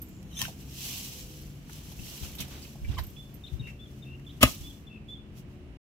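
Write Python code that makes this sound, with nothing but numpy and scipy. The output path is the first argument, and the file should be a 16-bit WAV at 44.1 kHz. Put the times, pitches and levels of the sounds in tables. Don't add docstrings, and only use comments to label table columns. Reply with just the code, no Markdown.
import sys
import numpy as np
from scipy import signal
from scipy.fft import rfft, irfft
from scipy.io import wavfile
from scipy.ndimage import uniform_filter1d, map_coordinates

SR = 44100
rng = np.random.default_rng(int(sys.argv[2]) if len(sys.argv) > 2 else 0)


def wrap_up_sound(samples):
    columns = np.atleast_2d(samples).T
    tamed = np.clip(columns, -1, 1)
    steps = np.round(tamed * 32767).astype(np.int16)
    wavfile.write(sys.argv[1], SR, steps)


N = 257544
T = np.arange(N) / SR
HZ = np.fft.rfftfreq(N, 1 / SR)


def amp(db):
    return 10 ** (np.asarray(db) / 20)


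def evened(x):
    return x / np.sqrt(np.mean(x ** 2) + 1e-20)


def read(points, hz):
    f, value = np.transpose(points)
    return np.interp(np.log(hz + 1), np.log(f + 1), value)


def sides(db):
    return amp(np.array([[.5], [-.5]]) * db)


def add(mix, s, sound):
    part = mix[:, max(round(s * SR), 0):][:, :sound.shape[-1]]
    part += sound[:, :part.shape[1]]


def peak(hz, centre_hz, half_width_hz):
    return 1 / (1 + ((hz - centre_hz) / half_width_hz) ** 2)


def burst(t, rise, decay):
    return (1 - np.exp(-t / rise)) * np.exp(-t / decay)


# (frequency [Hz], coherence [-1 to 1])
ALL_ROUND_LIKENESS = [(30, 0.55), (65, 0.89), (130, 0.99), (300, 0.83), (640, 0.73), (1400, -0.15),
                      (3000, -0.048), (7000, -0.14), (15000, 0.56)]


def noise(gain, size=N, grain_db=0, likeness=ALL_ROUND_LIKENESS):
    grain = amp(grain_db * np.minimum(rng.exponential(1, size), 6))
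    white = rng.standard_normal((2, size)) * grain
    a, b = rfft(white)
    same = np.clip(read(likeness, np.fft.rfftfreq(size, 1 / SR)), -1, 1)
    pair = np.array([a, same * a + np.sqrt(1 - same ** 2) * b])
    return evened(irfft(pair * gain, size))


def wander(rate_hz):
    size, step_s = 16384, 16 / SR
    lowpass = np.exp(-(np.fft.rfftfreq(size, step_s) / rate_hz) ** 2)
    slow = irfft(rfft(rng.standard_normal(size)) * lowpass)
    return evened(np.interp(T, np.arange(size) * step_s, slow))


SWELL_ROUND = 0.34


def swells(rows):
    power = np.zeros(N)
    for s, db, rise, fall in rows:
        away = np.where(T < s, (s - T) / rise, (T - s) / fall)
        drop = np.minimum(np.hypot(away, SWELL_ROUND) - SWELL_ROUND, 20)
        power += amp(2 * db) * np.exp(-2 * drop)
    return np.sqrt(power)


def crackle(count, low_hz, high_hz, decay_s, spread_db):
    when, pitch, force, side = rng.random((count, 4)).T
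    steps = np.arange(300)
    t, hz = steps / SR, low_hz * (high_hz / low_hz) ** pitch[:, None]
    snaps = np.sin(2 * np.pi * hz * t) * burst(t, .0001, decay_s)
    force_db = spread_db * np.minimum(-np.log(1 - force), 4)
    gains = amp(force_db) * sides(24 * (side - .5))
    at = (when * (N - len(steps))).astype(int)[:, None] + steps
    channels = [np.bincount(at.ravel(), (snaps * gain[:, None]).ravel(), N) for gain in gains]
    return evened(np.array(channels))


# (frequency [Hz], relative level [dB per Hz])
TEAR_COLOUR = [(100, -7.5), (280, -2.5), (410, -17), (600, 1), (900, -9), (1250, -3.5), (1490, -11.5),
               (2100, -2), (2950, 0.5), (3700, -6.5), (5500, -10.5), (7700, -10.5), (8600, -15.5),
               (10500, -10.5), (13000, -13), (15500, -15)]
# (frequency [Hz], width [Hz], boost [dB])
HATCHET_MODES = [(1610, 130, 1.5), (1823, 85, 3), (2050, 60, 5.5), (2270, 65, 5), (2450, 60, -11.5),
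                 (2570, 80, 4), (2862, 80, 2.5), (2980, 50, 3), (3370, 120, 9.5), (3960, 49, 6),
                 (4256, 68, 5.5), (4820, 60, 2.5), (5430, 110, 6.5), (5610, 50, 3.5), (6800, 180, 2)]
# (frequency [Hz], level [dB], t60 [s])
LOG_MODES = [(68, -19, 0.098), (120, -12, 0.06), (260, -12, 0.076), (291.7, -21, 0.063), (505, -32, 0.03),
             (601, -12, 0.034), (687, -26.5, .035), (1100, -25.5, 0.04), (1216, -8, 0.04), (1170, -30, .06),
             (1370, -27, 0.03)]
# (time [s], level [dB], contact time [s])
LOG_CONTACTS = [(4.4129, -16.5, .0007), (4.4154, -20, .0008), (4.4291, -11, 0.00077),
                (4.4346, 1.5, 0.00036), (4.4432, -17, 0.0024), (4.4493, -6, 0.0056), (4.4734, -25.5, .0004)]
# (frequency [Hz], left-right difference [dB])
BLOW_LEAN = [(60, 2.5), (110, 2.5), (200, 2.5), (380, 1), (700, 2.5), (1290, 5.5), (2380, -2.5), (4400, -2),
             (8120, 5), (15000, -1)]
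# (frequency [Hz], coherence)
BLOW_LIKENESS = [(100, 0.93), (700, 0.92), (3200, 0.6), (4500, 0.28), (15000, .18)]


def chop():
    hatchet_db = sum(db * peak(HZ, hz, width / 2) for hz, width, db in HATCHET_MODES)
    colour = amp(read(TEAR_COLOUR, HZ) + hatchet_db)
    tear = noise(colour, grain_db=3.5, likeness=BLOW_LIKENESS) * bite()
    t = np.arange(SR // 2) / SR
    ring = sum(amp(db - 60 * t / t60) * np.sin(2 * np.pi * hz * t) for hz, db, t60 in LOG_MODES)
    ring = signal.lfilter(*signal.butter(3, 50, "high", fs=SR), ring)
    wood = np.zeros((2, N))
    for s, db, contact in LOG_CONTACTS:
        push = np.exp(-((t[:600] - contact / 2) / (contact / 2)) ** 2)
        add(wood, s, amp(db) * np.convolve(ring, push / push.sum()) * sides(0))
    blow = tear + wood + splinters()
    left, right = irfft(rfft(blow) * sides(read(BLOW_LEAN, HZ)), N)
    return np.array([left, np.roll(right, 7)])


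# (level [dB], decay [s])
CRACK_STAGES = [(2.5, 0.0031), (-16.5, 0.018), (-41.5, 0.04)]
CHOP_S, BRUSH_S, BRUSH_DB = 4.4286, 0.022, -21
CRACK_RISE_S = 0.0025


def bite():
    after = np.maximum(T - CHOP_S, 0)
    growth = np.clip(1 + (T - CHOP_S) / BRUSH_S, 0, 1)
    brush = amp(BRUSH_DB) * growth * np.exp(-after / CRACK_RISE_S)
    return brush + sum(amp(db) * burst(after, CRACK_RISE_S, decay) for db, decay in CRACK_STAGES)


# (time [s], level [dB], frequency [Hz], decay [s])
SPLINTER_HITS = [(4.4355, -21, 7900, 0.0034), (4.4383, -20, 1800, .003), (4.4477, -21, 2550, .004),
                 (4.4493, -26, 2830, 0.0093), (4.4545, -26, 2050, .003), (4.46, -24, 1750, 0.0012)]
SPLINTER_HALF_WIDTH_HZ = 150
SNAP_S, SNAP_DB, SNAP_DECAY_S, SNAP_HZ = 4.4312, -10.5, 0.0016, 11000


def splinters():
    out, size = np.zeros((2, N)), 4096
    t, hz = np.arange(size) / SR, np.fft.rfftfreq(size, 1 / SR)
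    snap = noise(peak(hz, SNAP_HZ, 6000), size, likeness=BLOW_LIKENESS)
    add(out, SNAP_S, amp(SNAP_DB) * snap * burst(t, .0004, SNAP_DECAY_S))
    for s, db, ring_hz, decay in SPLINTER_HITS:
        crack = noise(peak(hz, ring_hz, SPLINTER_HALF_WIDTH_HZ), size, likeness=BLOW_LIKENESS)
        add(out, s, amp(db) * crack * burst(t, .0004, decay))
    return out


# (frequency [Hz], width [Hz], relative level [dB])
BLADE_MODES = [(1090, 260, -9.5), (1820, 110, -4), (2660, 160, -3), (3150, 440, -1), (3870, 140, 1.5),
               (5630, 370, -1), (6360, 380, -2), (7900, 1400, -21), (9150, 270, -9), (12000, 3500, -11)]
# (frequency [Hz], relative level [dB per Hz])
BRIGHT_COLOUR = [(410, -46), (700, -14.5), (968, -16), (1150, -14.5), (1250, -25), (3030, -1.5), (3730, -8),
                 (4080, -4.5), (4580, -7.5), (5940, -1.5), (7000, -7.5), (7650, -4), (8800, -12.5),
                 (11600, -6), (13600, -10), (14800, -6), (15500, -13)]
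GRIP_S, STOP_S, SLIDE_DB, CLICK_DB, CLICK_DECAY_S = 0.39, 0.4163, -36, -12.5, 0.0015
STEMS_DB, APPROACH_DB_PER_S, RELEASE_DB_PER_S = -9, 199, 260
SLIDE_SAG_PER_S, SLIP_DB, SLIPS_HZ = .5, 1.5, 140


def slide():
    before, after = np.maximum(GRIP_S - T, 0), np.maximum(T - STOP_S, 0)
    db = SLIDE_DB + STEMS_DB * (before > 0) - APPROACH_DB_PER_S * before - RELEASE_DB_PER_S * after
    modes = sum(amp(mode_db) * peak(HZ, hz, width / 2) for hz, width, mode_db in BLADE_MODES)
    scrape = noise(modes, grain_db=1.5)
    speed = 1 - SLIDE_SAG_PER_S * np.clip(T - GRIP_S, -.1, .1)
    scrape = np.array([map_coordinates(side, [np.cumsum(speed)], order=3) for side in scrape])
    jerks = amp(db + SLIP_DB * wander(SLIPS_HZ)) * scrape
    click = noise(amp(read(BRIGHT_COLOUR, HZ))) * burst(after, 0.0011, CLICK_DECAY_S)
    return jerks + amp(CLICK_DB) * click * sides(2.7)


# (time [s],
# ring level [dB], ring frequency [Hz], cleanness [0-1], crunch level [dB], decay [s], # left-right difference
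# [dB])
WOOD_KNOCKS = [(0.228, -64, 750, .3, -52.5, .004, -2), (0.369, -48, 2390, .5, -45, 0.0065, 0),
               (0.391, -43, 2700, 0.8, -44, 0.007, 2), (0.411, -43, 1824, 0.94, -43, 0.013, 4),
               (0.4148, -29, 3190, 1, -37, 0.0045, 3), (0.416, -43, 1058, 0.63, -38, 0.012, 1),
               (0.425, -36, 5640, .6, -28.5, 0.0034, 2), (0.437, -40, 2650, .3, -50, 0.0095, 1),
               (0.452, -41, 1560, 0.6, -44, 0.0071, 8), (0.451, -39.5, 2800, 0.2, -46, 0.012, -3),
               (0.481, -39.5, 660, 0.6, -46, 0.0098, -1), (1.696, -43.5, 1610, .1, -50, 0.003, 2),
               (1.697, -48, 1150, .1, -60, 0.003, 2), (1.731, -52, 6300, .4, -43.5, 0.0036, -1),
               (1.917, -53, 750, 0.1, -53, 0.007, 1), (1.991, -48.5, 2660, 0.47, -56, 0.0062, -5),
               (2.032, -51, 2830, 0.7, -57, .008, 0), (2.128, -49, 3040, .5, -48, .005, -3),
               (2.178, -47, 2840, .6, -54, .004, -2), (2.246, -49, 1364, 0.57, -47, 0.005, -1),
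               (2.262, -48, 2900, .4, -52, .006, 0), (2.331, -50, 2200, .4, -52, .003, -2),
               (2.352, -49, 3020, 0.42, -45, 0.0041, -4), (2.384, -44.5, 3650, 0.2, -47.5, 0.033, -3),
               (2.403, -41.5, 3010, 0.5, -35.5, 0.016, -4.5), (2.421, -42, 2490, 0.6, -55, 0.0071, -1),
               (2.482, -53, 724, 0.69, -48, 0.0056, -4), (2.536, -55, 1546, 0.62, -62, 0.012, 0),
               (2.626, -50.5, 4760, .8, -62, .014, -5), (2.649, -47, 2610, 0.6, -58, .006, -9),
               (2.755, -49, 704, 0.3, -54, 0.0042, -2), (2.847, -46.5, 2310, 0.84, -60, 0.011, 1),
               (2.885, -54, 2810, 0.76, -61, .015, -8), (2.912, -54, 3450, .7, -60, .01, -8),
               (2.929, -51.5, 1480, 0.27, -59, .007, 0), (2.947, -58, 3900, .5, -62, .009, -3),
               (2.978, -43, 3070, 0.9, -54, 0.013, -8), (2.984, -40, 1846, 0.2, -46, 0.012, -1),
               (2.987, -43.5, 3940, 0.9, -57, 0.01, -6), (2.988, -44.5, 4720, 0.7, -58, 0.0085, -8),
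               (2.987, -37.5, 950, 0.1, -58, 0.0082, 6), (3.043, -53, 1440, .6, -58, .004, 0),
               (3.671, -49, 2298, .1, -67, 0.024, 1), (4.197, -52, 1980, .1, -59, 0.003, 3)]
KNOCK_LAG_S = .00008


def knocks():
    out, size = np.zeros((2, N)), 8192
    t, hz = np.arange(size) / SR, np.fft.rfftfreq(size, 1 / SR)
    crunch = amp(read(BRIGHT_COLOUR, hz))
    for s, ring_db, ring_hz, clean, crunch_db, decay, pan_db in WOOD_KNOCKS:
        tone = np.sqrt(2) * np.sin(2 * np.pi * ring_hz * (t - np.array([[0], [KNOCK_LAG_S]])))
        clack = noise(peak(hz, ring_hz, 130 + 0.14 * ring_hz), size)
        ring = clean * tone + np.sqrt(1 - clean ** 2) * clack
        sound = amp(ring_db) * ring + amp(crunch_db) * noise(crunch, size, grain_db=1.5)
        add(out, s - .001, 1.58 * sound * burst(t, 0.0015, decay) * sides(pan_db))
    return out


# (time [s], length [s], level [dB],
# start frequency [Hz], end frequency [Hz], overtones [dB])
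RUB_SQUEAKS = [(0.307, 0.03, -62.5, 3120, 2950, -20), (0.322, 0.034, -59, 3870, 3690, -30),
               (0.34, 0.026, -60, 2770, 2800, 10), (0.348, 0.027, -54, 3100, 3180, -5),
               (0.363, 0.026, -44, 3530, 3520, -30), (0.37, 0.026, -43.5, 3120, 3140, 21),
               (2.968, 0.013, -48, 1150, 1070, -12), (2.979, 0.016, -38.5, 1058, 987, -14)]


def squeaks():
    out = np.zeros((2, N))
    for s, length, db, start_hz, end_hz, overtones_db in RUB_SQUEAKS:
        size = int(length * SR)
        jitter = evened(uniform_filter1d(rng.standard_normal(SR // 4), 40))[:size]
        hz = np.linspace(start_hz, end_hz, size) * (1 + 0.0079 * jitter)
        phase = 2 * np.pi * np.cumsum(hz) / SR
        overtones = np.sin(2 * phase) + 0.37 * np.sin(3 * phase)
        tone = np.sin(phase) + amp(overtones_db) * overtones
        add(out, s, amp(db) * evened(tone * signal.windows.tukey(size, .6)) * sides(0))
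    return out


# (time of height [s], level [dB], rise [s], fall [s])
LEAF_STIRS = [(0.09, -67.5, 0.14, 0.21), (0.44, -47.5, .02, 0.058), (0.617, -55.5, 0.028, 0.029),
              (0.865, -39.5, 0.078, 0.21), (1.189, -48, 0.023, 0.028), (1.35, -57.5, 0.03, 0.13),
              (1.735, -53.5, 0.045, 0.17), (1.92, -52.5, 0.029, 0.012), (2.11, -47, 0.097, 0.2),
              (2.24, -49, 0.029, 0.044), (2.51, -53.5, 0.038, 0.087), (2.645, -54, 0.055, 0.086),
              (2.93, -61, 0.14, 0.38), (3.545, -63.5, 0.057, 0.039), (3.7, -63, 0.048, 0.025),
              (3.96, -67, 0.13, 0.13), (4.38, -67.5, 0.14, 0.055), (4.48, -40.5, 0.0089, 0.061),
              (4.63, -53.5, 0.043, 0.082), (5.1, -70.5, .015, 0.042), (5.385, -58.5, .02, 0.019),
              (5.52, -74, .03, .05)]
STIR_REST_DB = -92


def stirring():
    return swells(LEAF_STIRS) + amp(STIR_REST_DB)


def rustle(stir):
    wash = noise(amp(read(BRIGHT_COLOUR, HZ)), grain_db=1.7) * amp(wander(43))
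    stalks = crackle(count=7000, low_hz=2500, high_hz=7800, decay_s=.0015, spread_db=2.0)
    return (amp(1.9) * wash + amp(-6.5) * stalks) * stir * sides(-1.3)


def twigs(stir):
    out, t = np.zeros((2, N)), np.arange(900) / SR
    for when, pitch, force, side in rng.random((150, 4)):
        at = int(when * N)
        tick = np.sin(2 * np.pi * 1900 * 5 ** pitch * t) * burst(t, .0002, 0.001)
        add(out, T[at], stir[at] * amp(-5.5 + 13 * force ** 2) * tick * sides(12 * (side - .5)))
    return out


# (time [s], level [dB], left-right difference [dB])
LEAF_TICKS = [(0.018, -37, -3.5), (0.086, -52.5, -6), (1.413, -52, -2.5), (2.351, -40.5, -6),
              (2.994, -46, -9), (3.035, -45, -7), (3.066, -47, -7), (3.101, -50, 2), (3.341, -48, -9)]
# (frequency [Hz], width [Hz], relative level [dB])
TICK_MODES = [(7400, 7500, -21.5), (8630, 460, -15.5), (12640, 410, 1.5), (14000, 540, -1)]
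TICK_DECAY_S = 0.012


def ticks():
    out, size = np.zeros((2, N)), 16384
    t, hz = np.arange(size) / SR, np.fft.rfftfreq(size, 1 / SR)
    modes = sum(amp(mode_db) * peak(hz, mode_hz, width / 2) for mode_hz, width, mode_db in TICK_MODES)
    for s, db, pan_db in LEAF_TICKS:
        add(out, s - .001, amp(db) * noise(modes, size) * burst(t, 0.0018, TICK_DECAY_S) * sides(pan_db))
    return out


# (time [s], level [dB], frequency [Hz], left-right difference [dB])
LOW_BUMPS = [(0.403, -38.5, 122, 1), (1.991, -37.5, 133, 11.5), (2.213, -36.5, 77, 9),
             (2.394, -37, 149, -1), (2.815, -31, 62.5, -7), (2.878, -26.5, 77, -4.5),
             (2.976, -30.5, 77, -11), (3.519, -37.5, 81.5, 14.5), (3.591, -37, 131, 9.5),
             (4.60, -38.5, 66, 6.5)]
# (frequency [Hz], coherence)
BUMP_LIKENESS = [(40, 0.12), (90, 0.16), (160, 0.92), (400, 0.86)]
BUMP_DECAY_S = 0.037


def bumps():
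    out, size = np.zeros((2, N)), 16384
    t, hz = np.arange(size) / SR, np.fft.rfftfreq(size, 1 / SR)
    for s, db, bump_hz, pan_db in LOW_BUMPS:
        bump = noise(peak(hz, bump_hz, 0.34 * bump_hz), size, likeness=BUMP_LIKENESS)
        add(out, s, 1.44 * amp(db) * bump * burst(t, 0.0068, BUMP_DECAY_S) * sides(pan_db))
    return out


# (time of height [s], level [dB], rise [s], fall [s])
EARTH_SCUFFS = [(0.416, -43.5, 0.014, 0.014), (0.92, -55.5, 0.11, 0.085), (1.75, -61.5, 0.12, 0.21),
                (2.12, -56.5, 0.066, 0.065), (2.245, -49.5, 0.043, 0.053), (2.41, -45.5, 0.023, 0.03),
                (2.55, -50.5, 0.042, 0.066), (2.93, -50.5, 0.044, 0.054), (3.05, -56, 0.027, 0.028)]
# (frequency [Hz], relative level [dB per Hz])
EARTH_COLOUR = [(200, 4), (550, -3), (1300, -5.5), (2200, -7), (5000, -8), (15000, -38)]


def scuffing():
    earth = noise(amp(read(EARTH_COLOUR, HZ)), grain_db=3.0) * amp(2.65 * wander(59))
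    grit = crackle(count=3500, low_hz=2200, high_hz=4000, decay_s=.0018, spread_db=2.0)
    return (amp(-.5) * earth + amp(-6.5) * grit) * swells(EARTH_SCUFFS)


BEAT_UNEVEN = .1


def note(length, db, pitches, swing_hz=0, rate=0, pulsing=0, swell_db=0):
    t = np.arange(int(length * SR)) / SR
    jitter, drift, force = (evened(uniform_filter1d(rng.standard_normal(SR // 2), size))[:len(t)]
                            for size in (40, 500, 400))
    u = t / length
    beat = 2 * np.pi * np.cumsum(rate * (1 + BEAT_UNEVEN * drift)) / SR
    glide = np.polyfit(np.linspace(0, 1, len(pitches)), pitches, len(pitches) - 1)
    hz = np.polyval(glide, u) + swing_hz * np.sin(beat) + (18 + 70 * pulsing) * jitter
    phase = 2 * np.pi * np.cumsum(hz) / SR
    pulses = 1 - pulsing * np.cos(beat)
    swell = signal.windows.tukey(len(t), .35) * pulses * amp(swell_db * u + 2 * pulsing * force)
    return amp(db) * evened(swell * (np.sin(phase) + amp(-32) * np.sin(2 * phase)))


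# (time [s], length [s], level [dB],
# top frequency [Hz], flick relative to whistle [dB], left-right difference [dB])
BIRD_WHISTLES = [(3.16, 0.061, -52.5, 3500, -20, -9), (3.788, 0.062, -56, 3530, -3.5, 7),
                 (4.631, 0.066, -51.5, 3490, -4, -4), (5.079, 0.07, -47.5, 3522, -7, -4.5)]
WHISTLE_SHAPE, FLICK_SHAPE = np.array((0.97, 0.98, 0.99, 1.0, 0.98)), np.array((0.96, 0.95, 0.935))
FLICK_S, FLICK_GAP_S, WHISTLE_SWELL_DB = .014, .004, 2.5
# (time [s], pip level [dB], frequency [Hz], left-right difference [dB])
BIRD_CHIRRUPS = [(3.436, -48, 3717, 6), (4.264, -51.5, 3536, -3)]
PIP_S, PIP_SHAPE, NOTE_GAP_S = 0.022, np.array((1, 0.98, 0.99, 0.97, 0.93)), 0.003
BUZZ_SHAPE = np.array((.86, 1, .97))
BUZZ_S, BUZZ_DB, BUZZ_SWING_HZ, BUZZ_PER_S = 0.028, -4, 330, 170
# (time [s], pip level [dB], pip frequency [Hz], trill length [s],
# trill level [dB], start frequency [Hz], end frequency [Hz], left-right difference [dB])
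BIRD_TRILLS = [(3.594, -50, 3830, 0.1, -51.5, 2760, 2680, 4),
               (4.022, -53.5, 3700, 0.125, -56, 2677, 2780, 4.5),
               (4.868, -54.5, 3557, 0.098, -57, 2690, 2607, 7)]
TRILL_SWING_HZ, TRILL_PER_S, TRILL_PULSING = 60, 62, 0.4
# (time [s], level [dB], left-right difference [dB])
BIRD_CHIPS = [(3.162, -59.5, -2), (3.419, -67, 0), (3.48, -60, 0), (3.615, -65, -9), (4.038, -68.5, 7),
              (4.245, -64.5, -0.5)]
CHIP_S, CHIP_HZ = 0.0122, (3670, 2760, 2343)
THIN_START_S, THIN_LENGTH_S, THIN_SWING_HZ, THIN_PER_S = 0.025, .22, 453, 110
THIN_DB, THIN_HZ = -70, (7500, 7000)


def bird():
    out, second_s = np.zeros((2, N)), PIP_S + NOTE_GAP_S
    for s, length, db, hz, flick_db, pan_db in BIRD_WHISTLES:
        whistle = note(length, db, hz * WHISTLE_SHAPE, swell_db=WHISTLE_SWELL_DB)
        flick = note(FLICK_S, db + flick_db, hz * FLICK_SHAPE)
        add(out, s, whistle * sides(pan_db))
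        add(out, s + length + FLICK_GAP_S, flick * sides(pan_db))
    for s, db, hz, pan_db in BIRD_CHIRRUPS:
        pip = note(PIP_S, db, hz * PIP_SHAPE)
        buzz = note(BUZZ_S, db + BUZZ_DB, hz * BUZZ_SHAPE, BUZZ_SWING_HZ, BUZZ_PER_S, pulsing=.25)
        add(out, s, pip * sides(pan_db))
        add(out, s + second_s, buzz * sides(pan_db))
    for s, pip_db, pip_hz, length, db, start_hz, end_hz, pan_db in BIRD_TRILLS:
        pip = note(PIP_S, pip_db, pip_hz * PIP_SHAPE)
        trill = note(length, db, (start_hz, end_hz), TRILL_SWING_HZ, TRILL_PER_S, TRILL_PULSING, swell_db=5)
        add(out, s, pip * sides(pan_db))
        add(out, s + second_s, trill * sides(pan_db))
    for s, db, pan_db in BIRD_CHIPS:
        add(out, s, note(CHIP_S, db, CHIP_HZ) * sides(pan_db))
    thin = note(THIN_LENGTH_S, THIN_DB, THIN_HZ, THIN_SWING_HZ, THIN_PER_S, pulsing=0.8)
    add(out, THIN_START_S, thin * sides(0))
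    return out


# (time [s], firing rate [Hz], relative level [dB], brightness [dB per order])
ENGINE_COURSE = [(0, 63.2, -45.5, -1.5), (0.6, 65, -48.5, -1.5), (0.9, 64.5, -50.5, -0.5),
                 (1.3, 63.5, -53.5, 2.5), (1.8, 61.7, -57.5, -1), (2.2, 70, -52.5, 0.5),
                 (2.6, 70, -51, 0.5), (3.4, 71, -55, 0), (4.0, 72, -51.5, -0.5), (4.6, 70.6, -51.5, -1.5),
                 (5.05, 71.3, -51.5, -.5), (5.77, 72.3, -51.5, -1)]
# (multiple of the firing rate, relative level [dB])
ENGINE_ORDERS = [(1, -11), (2, -13), (3, -1), (4, -3.5), (5, -5), (6, -15.5), (7, -16), (8, -13)]


def engine():
    s, *columns = np.transpose(ENGINE_COURSE)
    hz, db, tilt_db = (np.interp(T, s, column) for column in columns)
    phase = 2 * np.pi * np.cumsum(hz * (1 + .004 * wander(8.6))) / SR
    out = np.zeros(N)
    for k, order_db in ENGINE_ORDERS:
        fading_db = 2.2 * wander(4)
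        level_db = db - 3.5 + order_db + (k - 3.5) * tilt_db + fading_db
        out += amp(level_db) * np.sin(round(k) * phase + 2 * np.pi * rng.random())
    return out * sides(1.5)


# (time [s], frequency [Hz], level [dB])
DRONE_COURSE = [(0, 165, -58), (0.45, 152, -48), (0.75, 136, -46.5), (1.1, 132, -53), (1.45, 141, -43.5),
                (1.8, 151, -49), (2.399, 135, -54), (3.2, 138, -49), (3.7, 126, -50.5), (4.0, 131, -46),
                (4.65, 150, -53), (5.1, 131, -61.5), (5.45, 124, -48.5), (5.77, 135, -56)]


def drone():
    s, hz, db = np.transpose(DRONE_COURSE)
    phase = 2 * np.pi * np.cumsum(np.interp(T, s, hz) * (1 + .01 * wander(8.2))) / SR
    return amp(np.interp(T, s, db) + 1.6 * wander(5.7)) * np.sin(phase) * sides(1.5)


# (frequency [Hz], relative level [dB per Hz])
AIR_COLOUR = [(15, -38), (25, -11.5), (55, 2), (122, -4), (156, -3.5), (253, -10), (399, -16.5), (567, -27),
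              (648, -23.5), (871, -29), (1050, -29), (2000, -32), (2920, -29.5), (3440, -38), (7100, -47),
              (15500, -57.5)]


def air():
    lean = sides(read([(300, 1.5), (700, 0.5), (2400, -5.0), (9000, -1.0)], HZ))
    return amp(-46.5) * noise(amp(read(AIR_COLOUR, HZ)) * lean) * amp(0.74 * wander(4.9))


def yard(x, t60, wall_s, wall_db):
    t = np.arange(SR * 2 // 3) / SR
    late = np.maximum(t - wall_s, 0)
    scatter = amp(-60 * t / t60) * (t > .003)
    wall = amp(wall_db) * (late > 0) * np.exp(-late / 0.0064)
    sparse = rng.standard_normal((2, len(t))) * (rng.random((2, len(t))) < .08)
    taps = sparse * (scatter + wall)
    taps /= np.linalg.norm(taps, axis=1, keepdims=True)
    return signal.fftconvolve(x.mean(0, keepdims=True), taps, axes=1)[:, :N]


def scene():
    stir, song = stirring(), bird()
    near = chop() + slide() + knocks() + squeaks() + twigs(stir) + ticks() + bumps()
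    echoes = amp(-17) * yard(near, t60=0.23, wall_s=.041, wall_db=-2.5)
    song_echoes = amp(-7.5) * yard(song, t60=.42, wall_s=0.055, wall_db=-2.5)
    background = engine() + drone() + air()
    return near + song + echoes + song_echoes + rustle(stir) + scuffing() + background


END_S, EDGE_HZ = 5.772, 15800


def record(dry):
    held = dry / (1 + dry ** 6) ** (1 / 6)
    held = held * np.clip((END_S - T) * 500, 0, 1)
    lowpass = signal.firwin(511, EDGE_HZ, window=("kaiser", 9), fs=SR)
    return signal.oaconvolve(held, lowpass[None], "same")


dry = scene()
out = record(dry)
wrap_up_sound(out)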